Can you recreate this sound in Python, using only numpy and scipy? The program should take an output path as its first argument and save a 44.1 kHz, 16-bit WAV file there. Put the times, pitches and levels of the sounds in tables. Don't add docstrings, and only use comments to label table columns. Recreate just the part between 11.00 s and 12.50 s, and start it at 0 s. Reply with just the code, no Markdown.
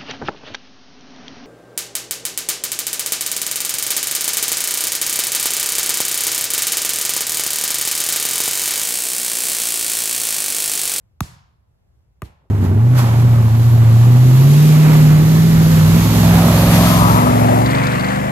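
import sys
import numpy as np
from scipy import signal
from scipy.fft import rfft, irfft
from scipy.io import wavfile

SR = 44100
rng = np.random.default_rng(int(sys.argv[2]) if len(sys.argv) > 2 else 0)


def voltage_ratio(level):
    return 10 ** (np.asarray(level, float) / 20)


def waveform_to_disk(signal):
    frames = np.transpose(np.atleast_2d(signal))
    scaled = np.clip(frames, -1, 1) * 32767
    samples = np.round(scaled).astype(np.int16)
    wavfile.write(sys.argv[1], SR, samples)


N = 66150

# [f/Hz, level/dB per Hz]
AIR_SPECTRUM = [(20, -50.5), (41, -9), (65, 0), (125, -10.5), (250, -27.5), (700, -28.5), (1200, -37),
                (3000, -45.5), (8000, -50), (12000, -49), (14500, -60), (17000, -65.5)]
# [f/Hz, left-right likeness -1..1]
AIR_LIKENESS = [(60, 0.95), (180, 0.36), (550, -0.23), (1650, -0.048), (4970, -0.72), (15000, 0.73)]
AIR_LEVEL_DB, AIR_DRIFT_DB = -57.5, 0.6

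# [t/s, thump level/dB, thump turns, bank echo delay/s, bank echo peak/dB]
BLOWS = [(.205, -13.5, 1.67, 0.024, -43), (1.2205, -21, 1.3, 0.027, -53)]
# [t/s, crack level/dB, ring drive/dB]
CONTACTS = [
    [(.2053, -57, -64), (.2060, -9.5, -20), (.2067, -57, -10.5), (.2085, -21, -75), (.2094, -31, -25)],
    [(1.2196, -30, -30.5), (1.2203, -24, -35.5), (1.2214, -35.5, -25.5), (1.2223, -56.5, -24.5),
     (1.2255, -55.5, -34), (1.2272, -54.5, -32.5), (1.2305, -58.5, -34.5)],
]
# [f/Hz, level/dB per Hz]
CRACK_SPECTRA = [
    [(300, -16.5), (1500, -10.5), (3000, -3.5), (5100, 2), (6500, -2), (9000, -1.5), (11500, -2.5),
     (13600, -6.5), (15500, -3), (17500, -25)],
    [(300, -12), (1500, 16), (3000, -41), (5000, -48), (7200, 0.5), (9000, 8.5), (11500, 3.5), (13600, -19),
     (15500, -3), (17500, -30)],
]
CRACK_T60_S = 0.0041
# [f/Hz, t60/s, level in first blow/dB, level in second blow/dB]
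SHELL_MODES = [(1197, 0.012, -4.5, -6.5), (918, .008, -0.5, -8), (1810, .007, -19, -6.5),
               (2410, .007, -12.5, -11), (630, 0.0092, -29.5, -5), (428, 0.017, -27, 1)]
# [low cut/Hz, high cut/Hz]
RING_BANDS_HZ = [(635, 3500), (294.7, 2600)]
THUMP_CREST_S, THUMP_PEAK_S, THUMP_SPREAD_LN = 0.0156, 0.012, 0.5
# [f/Hz, left minus right/dB]
BLOW_BALANCE = [(40, -2), (150, -3.45), (400, 1.5), (1200, 4), (2500, 1), (16000, 0.5)]
# [f/Hz, lead/rad]
LEFT_LEAD = [(1900, 0), (2400, .5), (3100, 1.6), (5700, 1.7), (8350, -2.3), (9560, -3.7), (11500, -5.6),
             (13300, -9.1), (16700, -12.3)]

# [f/Hz, level/dB per Hz]
TREE_SPECTRA = [
    [(40, -17.5), (110, -1.5), (250, -21), (450, -25), (1000, -17), (2900, -26.5), (7400, -26),
     (11000, -26.5), (15500, -42.5), (17000, -53.5)],
    [(40, -18), (110, 0.5), (250, -11.5), (480, -14), (900, -13.5), (1600, -19.5), (3500, -26),
     (4400, -32.5), (8000, -34), (11900, -30), (15800, -68), (17000, -55)],
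]
TREE_LEVELS_DB = [-43.5, -51.5]
# [f/Hz, t60/s]
TREE_T60 = [(60, .6), (120, 0.93), (300, 0.28), (1000, 0.85), (2000, 0.61), (3500, .65), (6000, .45),
            (8000, .33), (11000, 0.31), (16000, 0.22)]
TREE_T60_FACTORS = [1.036, 0.71]
# [f/Hz, left-right likeness -1..1]
TREE_LIKENESS = [(60, 0.83), (180, 0.91), (550, 0.12), (1650, -0.28), (4970, 0.39), (15000, -0.25)]
# [t after blow/s, width/s, gain/dB]
FAR_TREES = [(.19, 0.13, 0.5), (.2, 0.042, 5.5)]
TREE_RISE_S, TREE_DRIFT_DB = 0.012, 0.7

# [f/Hz, level/dB per Hz]
BANK_SPECTRUM = [(250, -16.5), (450, -6), (1000, -2.5), (2000, -7.5), (3500, 2), (4600, -2), (6000, -9),
                 (8000, -10), (12000, -17), (16000, -24.5)]
BANK_RISE_S = [0.0036, 0.0071]
# [t after blow/s, level re thump/dB]
THUMP_RETURNS = [
    [(.026, -16), (.108, -26), (.15, -28.5)],
    [(.03, -16), (.068, -22.5)],
]
RETURN_CUT_HZ = 160

# [t/s, level/dB, length/s]
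STEPS = [(1.413, -66.5, 0.017), (1.454, -62.5, 0.039)]
# [f/Hz, level/dB per Hz]
STEP_SPECTRUM = [(80, 5), (300, 17.5), (900, 9.5), (2500, -21), (8000, -26.5), (12000, -40), (14000, -40)]

# [f/Hz, width/Hz, gain/dB]
TREBLE_DIPS = [(9230, 1700, -21), (13700, 760, -25)]
LOW_CUT_HZ, HIGH_STOP_HZ = 51, 17100


def rms_one(x):
    return x / np.sqrt(np.mean(x ** 2) + 1e-20)


def at_hz(points, hz):
    p = np.array(points, float)
    return np.interp(np.log(hz), np.log(np.maximum(p[:, 0], 1)), p[:, 1])


def drift(rate_hz):
    pole = np.exp(-2 * np.pi * rate_hz * 40 / SR)
    white = rng.standard_normal(N // 40 + 2002)
    slow = signal.lfilter([1], [1, -2 * pole, pole ** 2], white)[2000:]
    return np.interp(np.arange(N) / 40, np.arange(len(slow)), rms_one(slow))


def bands(spectrum, likeness, drift_db, shape):
    edges = 22 * 2 ** np.arange(0, 9.8, 1 / 3)
    mids = np.sqrt(edges[1:] * edges[:-1])
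    gains = voltage_ratio(at_hz(spectrum, mids))
    gains = gains / np.sqrt(np.sum(gains ** 2 * np.diff(edges)) * 2 / SR)
    white = rng.standard_normal((2, 2, N + 8000))
    common_drift = drift(1.7)
    out = 0
    for k, hz in enumerate(mids):
        sos = signal.butter(2, edges[k:k + 2], "band", fs=SR, output="sos")
        mid, side = signal.sosfilt(sos, white[k % 2])[:, 8000:]
        alike = np.clip(at_hz(likeness, hz), -1, 1)
        gain = gains[k] * shape(hz) * voltage_ratio(drift_db * (1.3 * common_drift + drift(9.5)))
        stereo = np.sqrt(1 + alike) * mid + np.sqrt(1 - alike) * side * [[1], [-1]]
        out = out + gain * stereo / np.sqrt(2)
    return out


def coloured(spectrum):
    hz = np.maximum(np.arange(N // 2 + 1) * SR / N, 1)
    low_fall = np.minimum(hz / spectrum[0][0], 1) ** 2
    white = rfft(rng.standard_normal(N))
    return rms_one(irfft(white * voltage_ratio(at_hz(spectrum, hz)) * low_fall, N))


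def air():
    return voltage_ratio(AIR_LEVEL_DB) * bands(AIR_SPECTRUM, AIR_LIKENESS, AIR_DRIFT_DB, lambda hz: 1)


def slap(k):
    crack_hits, ring_hits = np.zeros(N) + 1e-18, np.zeros(N) + 1e-18
    for s, crack_db, ring_db in CONTACTS[k]:
        crack_hits[int(s * SR)] = voltage_ratio(crack_db)
        ring_hits[int(s * SR)] = -voltage_ratio(ring_db)
    crack_envelope = signal.lfilter([1], [1, -voltage_ratio(-60 / (CRACK_T60_S * SR))], crack_hits)
    crack = coloured(CRACK_SPECTRA[k]) * crack_envelope
    ring = 0
    for hz, t60_s, *levels_db in SHELL_MODES:
        r, w = voltage_ratio(-60 / (t60_s * SR)), 2 * np.pi * hz / SR
        drive = [0, voltage_ratio(levels_db[k]) * np.sin(w)]
        ring = ring + signal.lfilter(drive, [1, -2 * r * np.cos(w), r * r], ring_hits)
    band = signal.butter(2, RING_BANDS_HZ[k], "band", fs=SR, output="sos")
    return crack + signal.sosfilt(band, ring)


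def thump(s, level_db, turns):
    log_t = np.log(np.maximum(np.arange(N) / SR - s, 1e-5))
    swell = np.exp(-.5 * ((log_t - np.log(THUMP_PEAK_S)) / THUMP_SPREAD_LN) ** 2)
    return voltage_ratio(level_db) * swell * np.cos(2 * np.pi * turns * (log_t - np.log(THUMP_CREST_S)))


def place(x):
    hz = np.maximum(np.arange(N // 2 + 1) * SR / N, 1)
    tilt = voltage_ratio(at_hz(BLOW_BALANCE, hz) / 2)
    lead = np.exp(1j * np.interp(hz, *np.transpose(LEFT_LEAD)))
    return irfft(rfft(x) * np.array([tilt * lead, 1 / tilt]), N)


def tree_scatter(k, s):
    t = np.maximum(np.arange(N) / SR - s, 0)
    far_s, width_s, far_db = FAR_TREES[k]
    far_swell = voltage_ratio(far_db * np.exp(-.5 * ((t - far_s) / width_s) ** 2))
    rise = (1 - np.exp(-t / TREE_RISE_S)) ** 2

    def decay(hz):
        return voltage_ratio(-60 * (t - .08) / (TREE_T60_FACTORS[k] * at_hz(TREE_T60, hz)))

    noise = bands(TREE_SPECTRA[k], TREE_LIKENESS, TREE_DRIFT_DB, decay)
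    return voltage_ratio(TREE_LEVELS_DB[k]) * rise * far_swell * noise


def bank_echo(s, level_db, rise_s):
    t = np.maximum(np.arange(N) / SR - s, 0) / rise_s
    noise = np.array([coloured(BANK_SPECTRUM), coloured(BANK_SPECTRUM)])
    return voltage_ratio(level_db) * t * np.exp(1 - t) * noise


def thump_returns(k, s, level_db, turns):
    returns = sum(thump(s + after_s, level_db + loss_db, turns) for after_s, loss_db in THUMP_RETURNS[k])
    return signal.sosfilt(signal.butter(2, RETURN_CUT_HZ, fs=SR, output="sos"), returns)


def steps():
    t = np.arange(N) / SR
    puffs = sum(voltage_ratio(db) * np.exp(-.5 * ((t - s) / (length_s / 2)) ** 2) for s, db, length_s in STEPS)
    return coloured(STEP_SPECTRUM) * puffs


def scene():
    out = air()
    for k, (s, thump_db, turns, echo_delay_s, echo_db) in enumerate(BLOWS):
        blow = slap(k) + thump(s, thump_db, turns)
        out = out + place(blow + thump_returns(k, s, thump_db, turns))
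        out = out + tree_scatter(k, s)
        out = out + bank_echo(s + echo_delay_s, echo_db, BANK_RISE_S[k])
    return out + steps()


def roll_off(x):
    return signal.sosfilt(signal.butter(12, 17150, fs=SR, output="sos"), x)


def record(dry):
    for hz, width_hz, dip_db in TREBLE_DIPS:
        w, wide = 2 * np.pi * hz / SR, np.pi * width_hz / SR
        zeros = [1 + wide * voltage_ratio(dip_db), -2 * np.cos(w), 1 - wide * voltage_ratio(dip_db)]
        poles = [1 + wide, -2 * np.cos(w), 1 - wide]
        dry = signal.lfilter(zeros, poles, dry)
    low_cut = signal.butter(2, LOW_CUT_HZ, "high", fs=SR, output="sos")
    high_cut = signal.cheby2(12, 70, HIGH_STOP_HZ, fs=SR, output="sos")
    mix = signal.sosfilt(high_cut, signal.sosfilt(low_cut, dry))
    return roll_off(mix)


dry = scene()
out = record(dry)
waveform_to_disk(out)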